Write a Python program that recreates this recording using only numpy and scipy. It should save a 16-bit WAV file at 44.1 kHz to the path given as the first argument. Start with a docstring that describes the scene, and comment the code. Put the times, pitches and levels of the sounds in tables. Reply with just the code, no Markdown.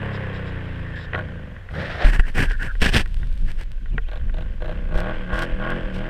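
"""A swamp, then a gravel road: close by, a V-twin quad bike wades, blips its throttle and drops to idle,
then pulls away in short, rising revs. Firing pulses ring its air box and tailpipe over a muffler drone.
The wheels churn water, which hisses on the hot exhaust; a wet brake groans and sharp knocks ring out.
Short crackling, scraping bursts and thuds come close to the microphone; wind buffets it; a bird chirps."""
import sys
import numpy as np
from scipy import signal
from scipy.fft import rfft, irfft, next_fast_len
from scipy.io import wavfile
from scipy.ndimage import uniform_filter1d

SR = 44100
rng = np.random.default_rng(int(sys.argv[2]) if len(sys.argv) > 2 else 0)


def persist_wave(psi):
    """Save psi, clipped to +-1, as 16-bit WAV."""
    counts = np.round(np.clip(psi, -1, 1) * 32767).astype(np.int16)
    wavfile.write(sys.argv[1], SR, np.atleast_2d(counts).T)


N = 268569
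TIME = np.arange(N) / SR


def from_db(db):
    """Decibels to gain."""
    return 10 ** (np.asarray(db) / 20)


def rms_one(x):
    """Scale to rms 1."""
    return x / np.sqrt(np.mean(x ** 2) + 1e-20)


def drift(knots_per_s):
    """Random wander, rms 1."""
    knots = rng.standard_normal(N // 10)
    return rms_one(np.interp(TIME * knots_per_s, np.arange(len(knots)), knots))


def gate(start, end, edge_s):
    """1 between two times, with linear edges."""
    return np.clip(np.minimum(TIME - start, end - TIME) / edge_s + .5, 0, 1)


def lowpass(x, hz, order):
    """Butterworth low-pass."""
    return signal.sosfilt(signal.butter(order, hz, fs=SR, output="sos"), x)


def colour(x, spectrum):
    """Minimum-phase filter of unit power; spectrum rows are f/Hz, relative level/dB."""
    size = next_fast_len(N + SR // 2)
    hz, db = np.transpose(spectrum)
    gain = from_db(np.interp(np.log(np.fft.rfftfreq(size, 1 / SR) + 1), np.log(hz), db))
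    cepstrum = irfft(np.log(rms_one(gain)), size)
    cepstrum[1:size // 2] *= 2
    cepstrum[size // 2 + 1:] = 0
    return irfft(rfft(x, size) * np.exp(rfft(cepstrum)), size)[:N]


def resonate(x, hz, *widths_hz):
    """Resonators in series, one per width; peak gain 1."""
    for width_hz in widths_hz:
        r = np.exp(-np.pi * width_hz / SR)
        feedback = [1, -2 * r * np.cos(2 * np.pi * hz / SR), r * r]
        x = signal.lfilter(np.array([1, 0, -1]) * (1 - r * r) / 2, feedback, x + 1e-18)
    return x


def ring(clicks, hz, t60_s):
    """A unit click starts a decaying sine of height 1."""
    r, w = from_db(-60 / (t60_s * SR)), 2 * np.pi * hz / SR
    return signal.lfilter([0, np.sin(w)], [1, -2 * r * np.cos(w), r * r], clicks + 1e-18)


def clicks_at(times_s, db):
    """Single-sample clicks."""
    samples = np.round(np.asarray(times_s) * SR).astype(int)
    return np.bincount(np.clip(samples, 0, N - 1), from_db(db), N)


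def grains(per_s, spread_db):
    """Random impulses of uneven size, rms 1."""
    sizes = from_db(spread_db * np.minimum(rng.exponential(1, N), 4)) * rng.choice([-1, 1], N)
    return rms_one(sizes * (rng.random(N) < per_s / SR))


def murmur(start, end, first_hz, last_hz, width_hz):
    """Narrow noise band with a gliding centre."""
    phase = 2 * np.pi * np.cumsum(np.interp(TIME, [start, end], [first_hz, last_hz])) / SR
    return drift(width_hz) * np.cos(phase) + drift(width_hz) * np.sin(phase)


def levelled(x, low_hz, high_hz):
    """Scale so that one band holds a running rms of 1."""
    band = signal.sosfilt(signal.butter(2, [low_hz, high_hz], "band", fs=SR, output="sos"), x)
    return x / np.sqrt(uniform_filter1d(band ** 2, SR // 8) + 1e-12)


def blurred(x, echoes_s):
    """Short all-pass reflections spread a pulse in time and keep its colour."""
    for delay_s in echoes_s:
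        taps = np.r_[.4, np.zeros(int(delay_s * SR)), 1]
        x = signal.lfilter(taps, taps[::-1], x)
    return x


# Still air spectrum: f/Hz, relative level/dB
AIR_SPECTRUM = [(200, -18), (3000, -3), (5000, -15), (15000, -29)]


def still_air():
    """A faint, steady background hiss."""
    return from_db(-62) * colour(rng.standard_normal(N), AIR_SPECTRUM)


IDLE_HZ, WADING_HZ, CRUISE_HZ = 19.5, 35.1, 40.9  # four-stroke cycles per second
# Throttle blips: open t/s, close t/s, attack/s, target speed/Hz, relative bark/dB, sharpness/dB,
# overrun level/dB
BLIPS = [(1.127, 1.213, 0.0073, 32.8, -32, 4.5, -40), (1.69, 1.84, .05, 30.5, -39, 0, -45),
         (4.071, 4.179, 0.013, 26, -42.5, 1, -51), (4.328, 4.433, 0.012, 27.93, -42, -4, -49),
         (4.595, 4.728, 0.025, 33.5, -35.5, -4, -39), (4.88, 5.128, .08, 41.9, -31.5, 0, -37.5),
         (5.272, 5.44, 0.059, 44.5, -31, 8, -36), (5.583, 5.735, 0.036, 46.2, -32.5, 7, -33.5),
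         (5.937, 6.093, 0.025, 43, -43, -4, -41)]


def throttle(shut_s=.022):
    """Throttle opening, 0-1; one row per blip."""
    return np.array([np.clip(np.minimum((TIME - opens) / attack_s, (closes - TIME) / shut_s + .5), 0, 1)
                     for opens, closes, attack_s, *_ in BLIPS])


def engine_speed(ease_s=1.45, coast_s=.81, flywheel_s=.034):
    """Cycle rate in Hz: eases off in the water, climbs at each blip, sags towards idle."""
    speed_hz = IDLE_HZ + (WADING_HZ - IDLE_HZ) * np.exp(-TIME / ease_s)
    for opens, closes, _, top_hz, *_ in BLIPS:
        climb_hz = np.interp(TIME, [opens, closes], [np.interp(opens, TIME, speed_hz), top_hz])
        sag = np.exp(-np.maximum(TIME - closes, 0) / coast_s)
        speed_hz = np.where(TIME < opens, speed_hz, np.maximum(climb_hz * sag, IDLE_HZ))
    return uniform_filter1d(speed_hz, int(flywheel_s * SR) + 1)


def firings(cycle, second_db, scatter_db, lag_cycles=.615):
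    """Two unevenly spaced pulses a cycle, the second cylinder weaker."""
    pulses = np.zeros(N)
    for offset, db in ((0, 0), (lag_cycles, second_db)):
        at = np.flatnonzero(np.diff(np.floor(cycle - offset)))
        pulses[at] += from_db(db + scatter_db * rng.standard_normal(N)[:len(at)])
    return pulses


def drone(cycle, orders, waver_db, smear_rad):
    """Wavering partials of the cycle rate, the higher ones arriving later; rms 1."""
    return rms_one(sum(
        -from_db(db + waver_db * drift(14)) * np.cos(2 * np.pi * k * cycle - smear_rad * k * k)
        for k, db in orders))


# Exhaust partials: multiple of the cycle rate, relative level/dB
SWAMP_ORDERS = [(2, -2.5), (3, 4.5), (4, 1), (5, -3), (6, -1), (7, -13), (9, -8.5), (10, -17), (12, -13),
                (15, -15), (16, -16)]
ROAD_ORDERS = [(2, -1), (3, 2.5), (4, 1), (5, 4), (6, -11), (8, -11)]


def muffler(cycle, speed_hz, wading):
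    """The muffler leaves clean low partials that build above idle and swell on an open throttle."""
    swamp = from_db(-30.5 + 3 * wading) * drone(cycle, SWAMP_ORDERS, waver_db=.8, smear_rad=.5)
    road = from_db(-36) * speed_hz / CRUISE_HZ * drone(cycle, ROAD_ORDERS, waver_db=3, smear_rad=.55)
    on_road = np.interp(TIME, [2.4, 3.4], [0, 1])
    effort = np.tanh((speed_hz - IDLE_HZ + .5) / 11) * (1 + .4 * throttle().sum(axis=0))
    return effort * ((1 - on_road) * swamp + on_road * road)


# Air box modes: f/Hz, width/Hz, relative level/dB
AIRBOX_MODES = [(168, 44, 7), (340, 60, 6), (495, 45, 8.5), (605, 40, 10.5), (775, 25, 0), (1090, 45, 4),
                (1455, 40, 6.5), (1595, 32, 8), (1890, 50, -5), (3150, 160, -14)]


def intake(speed_hz, pulses, flare):
    """Pulses ring the air box; each blip sets its own loudness and sharpness. Returns sound and load."""
    opening = throttle()
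    *_, bark_db, sharp_db, _ = np.transpose(BLIPS)
    putter = from_db(-41.5 + 23.5 * np.log2(speed_hz / CRUISE_HZ))
    gain = putter + from_db(bark_db) @ opening
    sharpness = from_db(sharp_db @ opening)
    labouring = opening.sum(axis=0) * np.clip((38 - speed_hz) / 12, 0, 1)
    turbulence = (.01 + .06 * labouring) * flare * rng.standard_normal(N)
    gas = turbulence - pulses
    low = sum(from_db(db) * resonate(gas, hz, width) for hz, width, db in AIRBOX_MODES[:5])
    high = sum(from_db(db) * resonate(gas, hz, width, 5 * width) for hz, width, db in AIRBOX_MODES[5:])
    bark = lowpass(lowpass(low, 1500, order=1) + sharpness * high, 3600, order=8)
    bark = blurred(bark, echoes_s=(.0007, .0013))  # off the frame
    return .75 * gain * levelled(bark, 450, 1200), gain * sharpness


# Mechanical noise spectrum: f/Hz, relative level/dB
RASP_SPECTRUM = [(80, -59), (300, -10), (550, 4), (750, -16), (1090, -4), (1280, -12.5), (1560, 3),
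                 (1900, -5), (2200, -8), (3200, -9.5), (3800, -25), (5100, -30.5), (6300, -48), (8500, -38),
                 (15000, -90)]


def rasp(speed_hz, wading, flare, load):
    """Mechanical noise flares at each firing and grows with speed and load."""
    noise = colour((.38 + flare) * grains(per_s=9000, spread_db=2.5), RASP_SPECTRUM)
    running_db = -41 + 18 * np.log2(speed_hz / CRUISE_HZ) + 3.5 * wading
    return np.hypot(from_db(running_db), .075 * load) * levelled(noise, 1400, 3500)


# Exhaust buzz spectrum: f/Hz, relative level/dB
BUZZ_SPECTRUM = [(220, -10), (300, 7), (360, 2), (440, 9), (550, 9), (660, -5), (770, 1), (820, -7),
                 (880, 2), (970, -4), (1100, 7), (1280, -16), (1800, 1), (4000, -45)]
# Tailpipe modes: f/Hz, width/Hz, relative level/dB
PIPE_MODES = [(183, 50, 2.5), (497, 42, -4), (568.6, 41, -8), (1110, 15, -42), (1726, 14, -26)]


def tailpipe(cycle, overrun_s=.36, fade_db_per_s=13):
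    """Overtones of the exhaust beat: a buzz under load in the water, a hollow drone after each blip."""
    beats = firings(cycle, second_db=-6, scatter_db=.5)
    beats = blurred(beats, echoes_s=(.0019, .0031))  # muffler chambers
    buzz = from_db(-37 - fade_db_per_s * TIME) * levelled(colour(beats, BUZZ_SPECTRUM), 300, 1300)
    hollow = sum(from_db(db) * resonate(beats, hz, width, 4 * width) for hz, width, db in PIPE_MODES)
    overrun = np.zeros(N)
    for _, closes, *_, db in BLIPS:
        fade_db = fade_db_per_s * np.maximum(TIME - closes, 0)
        overrun += from_db(db - fade_db) * gate(closes, closes + overrun_s, edge_s=.069)
    return buzz + overrun * levelled(hollow, 140, 700)


def engine():
    """One crank times exhaust, intake and mechanical noise; deep water loads it for the first second."""
    speed_hz = engine_speed()
    cycle = np.cumsum(speed_hz * (1 + .002 * drift(25))) / SR
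    wading = gate(-1, 1, edge_s=.045)
    exhaust = muffler(cycle, speed_hz, wading)
    pulses = firings(cycle, second_db=-2, scatter_db=1)
    flare = signal.lfilter([1], [1, -np.exp(-1 / (.006 * SR))], pulses)  # 6 ms tail per firing
    bark, load = intake(speed_hz, pulses, flare)
    mechanics = rasp(speed_hz, wading, flare, load)
    return exhaust + bark + mechanics + tailpipe(cycle) + clatter(speed_hz, flare)


# Churned water spectrum: f/Hz, relative level/dB
WASH_SPECTRUM = [(100, -36), (300, 2.5), (700, 6.5), (900, 4.5), (1150, 4), (1800, 13.5), (2300, 3.5),
                 (3700, -2), (4400, -8.5), (5500, -14), (6300, -24.5), (7500, -28), (15000, -46)]
# Wheels biting into the water: start t/s, end t/s, level/dB
SURGES = [(1.753, 2.062, -34), (2.021, 2.072, -27.5)]


def wheel_wash(fade_db_per_s=8):
    """The wheels churn up fine drops: a dull, fading wake and brighter surges over a deep slosh."""
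    wash = colour(grains(per_s=12000, spread_db=2.5), WASH_SPECTRUM)
    wake = from_db(-38 - fade_db_per_s * TIME) * lowpass(wash, 3080, order=4)
    bite = sum(from_db(db) * gate(start, end, edge_s=.079) for start, end, db in SURGES)
    surge = bite * from_db(1.5 * drift(130)) * wash
    slosh = rms_one(resonate(rng.standard_normal(N), 58, 55, 55))
    return wake + surge + from_db(-40) * gate(-1, 2.25, edge_s=.088) * slosh


# Steam bursts: start t/s, end t/s, level/dB
HISSES = [(0, 0.95, -63), (0.13, 0.17, -49.5), (0.337, 0.38, -53), (0.464, 0.504, -54), (0.956, 1.06, -50)]
# Steam spectrum: f/Hz, relative level/dB
STEAM_SPECTRUM = [(1000, -13), (2800, 7), (3800, 12.5), (4400, 0), (5200, 3.5), (6300, -21), (7500, -6.5),
                  (8500, -26), (15000, -32)]


def steam():
    """Water hisses on the hot exhaust."""
    envelope = sum(from_db(db) * gate(start, end, edge_s=.0062) for start, end, db in HISSES)
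    return envelope * colour(rng.standard_normal(N), STEAM_SPECTRUM)


# Wind rumble spectrum: f/Hz, relative level/dB
WIND_SPECTRUM = [(10, -30.5), (20, 4.5), (30, -1), (40, -6.5), (55, -14.5), (80, -20.5), (130, -40),
                 (250, -44), (600, -93), (15000, -130)]


def wind(onset_s=2.15, rise_s=.075, fade_db_per_s=2):
    """Wind buffets the microphone: light air, then a sudden gusty blow that slowly slackens."""
    since_s = TIME - onset_s
    blow = from_db(-39) + np.clip(since_s / rise_s, 0, 1) * from_db(-19 - fade_db_per_s * since_s)
    rumble = levelled(colour(rng.standard_normal(N), WIND_SPECTRUM), 12, 120)
    flutter = from_db(-24.5 + 4.4 * drift(18))
    eddies = flutter * rms_one(resonate(rng.standard_normal(N), 108, 100, 100))
    gusts = from_db(2.5 * drift(11))
    return blow * gusts * (rumble + eddies)


# Brake squeals: start t/s, end t/s, first f/Hz, last f/Hz, level/dB
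SQUEALS = [(0.846, 0.925, 1830, 1774, -43.5), (0.94, 0.993, 1695, 1800, -36),
           (1.023, 1.098, 1710, 1646, -42.5), (1.327, 1.398, 1528, 1570, -51),
           (2.067, 2.204, 1750, 1686, -40), (2.238, 2.252, 1700, 1690, -29.5),
           (2.474, 2.559, 1620, 1630, -33.5), (2.597, 2.64, 1605, 1626, -29.5),
           (2.671, 2.72, 1600, 1510, -34)]


def brake():
    """A wet brake groans in short, unsteady squeals, each gliding a little."""
    return sum(from_db(db) * gate(start, end, edge_s=.03) * murmur(start, end, *glide_hz, width_hz=380)
               for start, end, *glide_hz, db in SQUEALS)


# Drive train spectrum: f/Hz, relative level/dB
CLATTER_SPECTRUM = [(900, -42), (1700, 4), (3200, 4.5), (4100, 1.5), (4800, -17), (15000, -28)]


def clatter(speed_hz, flare, below_hz=43.4):
    """The loose drive train clatters at each firing when the throttle opens at low revs."""
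    lugging = throttle().sum(axis=0) * np.clip((below_hz - speed_hz) / 10, 0, 1)
    return from_db(-42) * lugging * colour(flare * rng.standard_normal(N), CLATTER_SPECTRUM)


# Sharp knocks: t/s, level/dB
KNOCKS = [(1.133, -14.5), (1.148, -11.5), (1.564, -30), (1.688, -30), (2.135, -20), (2.161, -21),
          (2.195, -12.5), (2.382, -15), (2.509, -20), (2.752, -30), (2.818, -13), (2.955, -11),
          (3.058, -28), (3.23, -29.5), (3.858, -33), (3.98, -14), (4.295, -30)]
# Modes they ring: f/Hz, relative level/dB, t60/s
KNOCK_MODES = [(446, -16, 0.059), (722, -20, 0.051), (1096, -18, 0.042), (1414, -6.5, 0.027),
               (1590, -6.5, 0.024), (1900, -2.5, 0.025), (2010, 4.5, 0.0019), (2485, -8.5, 0.015),
               (3030, -8, 0.0038)]


def knocks():
    """Sharp knocks ring one set of modes; the first two are hard engine firings as the throttle opens."""
    times_s, db = np.transpose(KNOCKS)
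    ringing = np.zeros(N)
    for k, (hz, mode_db, t60_s) in enumerate(KNOCK_MODES):
        strikes = clicks_at(times_s, db + mode_db + rng.normal(0, 1, len(db)))
        ringing += (-1) ** k * ring(strikes, hz, t60_s)
    return lowpass(ringing, 3000, order=4)


# Spectrum of patter and grit ticks: f/Hz, relative level/dB
TICK_SPECTRUM = [(1000, 4.5), (3000, 8.5), (5200, -1), (6800, -10.5), (8800, -2.5), (10000, -18),
                 (11500, -8), (15000, -28)]


def patter():
    """Light spray patters in faint, dense ticks."""
    drops = gate(1.7, 3.65, edge_s=.02) * grains(per_s=2500, spread_db=5)
    return from_db(-58.5) * colour(drops, TICK_SPECTRUM)


# Gurgles: start t/s, end t/s, first f/Hz, last f/Hz, width/Hz, level/dB
GURGLES = [(1.715, 1.845, 150, 185, 110, -35.5), (1.75, 1.87, 490, 570, 170, -36),
           (1.86, 2.06, 600, 680, 400, -38), (2.005, 2.06, 560, 640, 380, -30)]


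def gurgles():
    """Hollows in the churned water resonate with rising pitch."""
    return sum(from_db(db) * gate(start, end, edge_s=.026) * murmur(start, end, *band_hz)
               for start, end, *band_hz, db in GURGLES)


# Close bursts: start t/s, end t/s, thud level/dB, crackle level/dB, drop from middle to ends/dB
BURSTS = [(2.036, 2.116, -24, -40, 8), (2.122, 2.173, -24, -48, 6), (2.19, 2.208, -21.5, -53, 8),
          (2.248, 2.31, -32.5, -51, 8), (2.345, 2.469, -19, -38, 10), (2.478, 2.541, -37, -44, 8),
          (2.592, 2.694, -31.5, -58, 8), (2.812, 2.9, -21.5, -26, 3), (2.92, 2.995, -17.5, -19.5, 11),
          (2.985, 3.025, -25, -35, 5), (3.461, 3.53, -39, -49.5, 8), (3.581, 3.64, -39.5, -50.5, 8),
          (4.936, 5.014, -40, -45, 8), (5.33, 5.455, -40, -39, 7), (5.93, 5.998, -59, -46, 8)]
# Thud and crackle spectra: f/Hz, relative level/dB
THUD_SPECTRUM = [(70, 13.5), (200, 10), (480, -1), (900, -5.5), (1300, -6.5), (1680, 7), (2150, -2.5),
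                 (2900, -4.5), (3600, -19), (5300, -19.5), (6600, -26.5), (8600, -20), (10000, -31),
                 (15000, -34)]
CRACKLE_SPECTRUM = [(400, 16.5), (1200, 4.5), (1700, 8), (3000, 17.5), (4000, 6), (5400, 5), (6800, -6.5),
                    (8700, -0.5), (10000, -11), (15000, -17)]


def close_bursts():
    """Short crackling, scraping bursts and thuds close to the microphone; each swells and ebbs."""
    envelopes = []
    for start, end, *_, drop_db in BURSTS:
        arch = from_db(-drop_db * np.interp(TIME, [start, end], [-1, 1]) ** 2)
        envelopes.append(gate(start, end, edge_s=.023) * arch)
    _, _, thud_db, crackle_db, _ = np.transpose(BURSTS)
    roughness = from_db(2 * drift(160))
    thuds = (from_db(thud_db) @ envelopes) * roughness * grains(per_s=12000, spread_db=2)
    crackle = (from_db(crackle_db) @ envelopes) * roughness * grains(per_s=4900, spread_db=5.5)
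    return colour(thuds, THUD_SPECTRUM) + colour(crackle, CRACKLE_SPECTRUM)


# Microphone jolts: t/s, level/dB, f/Hz, t60/s
JOLTS = [(2.046, -1.5, 33.3, 0.41), (2.193, 2, 29, 0.11), (2.82, 1, 27, 0.042), (4.957, -7, 32.5, 0.16),
         (5.329, -10, 43, 0.11)]


def jolts():
    """Each jolt shakes the microphone into a deep, dying wobble."""
    return -sum(ring(clicks_at([at_s], [db]), hz, t60_s) for at_s, db, hz, t60_s in JOLTS)


# Grit strikes: t/s, level/dB
GRIT = [(2.136, -14), (2.631, -14), (2.818, -4), (3.06, -24), (3.077, -27), (3.144, -20), (3.17, -25),
        (3.272, -29), (3.328, -27), (3.377, -26), (3.517, -18), (3.613, -22), (3.635, -25), (3.718, -23),
        (4.978, -17), (5.004, -12), (5.392, -9), (5.423, -8), (5.435, -14), (5.704, -17)]


def grit():
    """Grit strikes close by in single ticks."""
    return colour(clicks_at(*np.transpose(GRIT)), TICK_SPECTRUM)


# Bird phrases: level/dB, [(t/s, f/Hz), ...]
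PHRASES = [(-61, [(3.17, 2950), (3.22, 3600), (3.28, 3300)]), (-60, [(3.828, 3300), (3.853, 2650)]),
           (-54, [(3.888, 3750), (3.922, 2450), (3.941, 2950), (3.952, 2350), (3.978, 2200)]),
           (-52, [(4.02, 3250), (4.032, 3150), (4.049, 2320), (4.081, 3350), (4.102, 2400)])]


def bird():
    """Faint, wavering whistles swoop up and down."""
    song = np.zeros(N)
    for db, points in PHRASES:
        times_s, hz = np.transpose(points)
        contour_hz = uniform_filter1d(np.interp(TIME, times_s, hz), SR // 150)
        pitch_hz = contour_hz * (1 + .035 * drift(700))
        envelope = from_db(db + 2 * drift(70)) * gate(times_s[0], times_s[-1], edge_s=.02)
        song += envelope * np.sin(2 * np.pi * np.cumsum(pitch_hz) / SR)
    return song


def scene():
    """All sources at one microphone."""
    mix = still_air() + engine()
    mix += wheel_wash() + steam() + gurgles() + patter()
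    mix += close_bursts() + knocks() + grit() + brake()
    mix += bird() + wind() + jolts()
    return mix[None]


def record(dry):
    """Clip at full scale, then low-pass at 15.2 kHz."""
    return signal.sosfilt(signal.ellip(10, .1, 90, 15200, fs=SR, output="sos"), np.clip(dry, -1, 1))


dry = scene()
out = record(dry)
persist_wave(out)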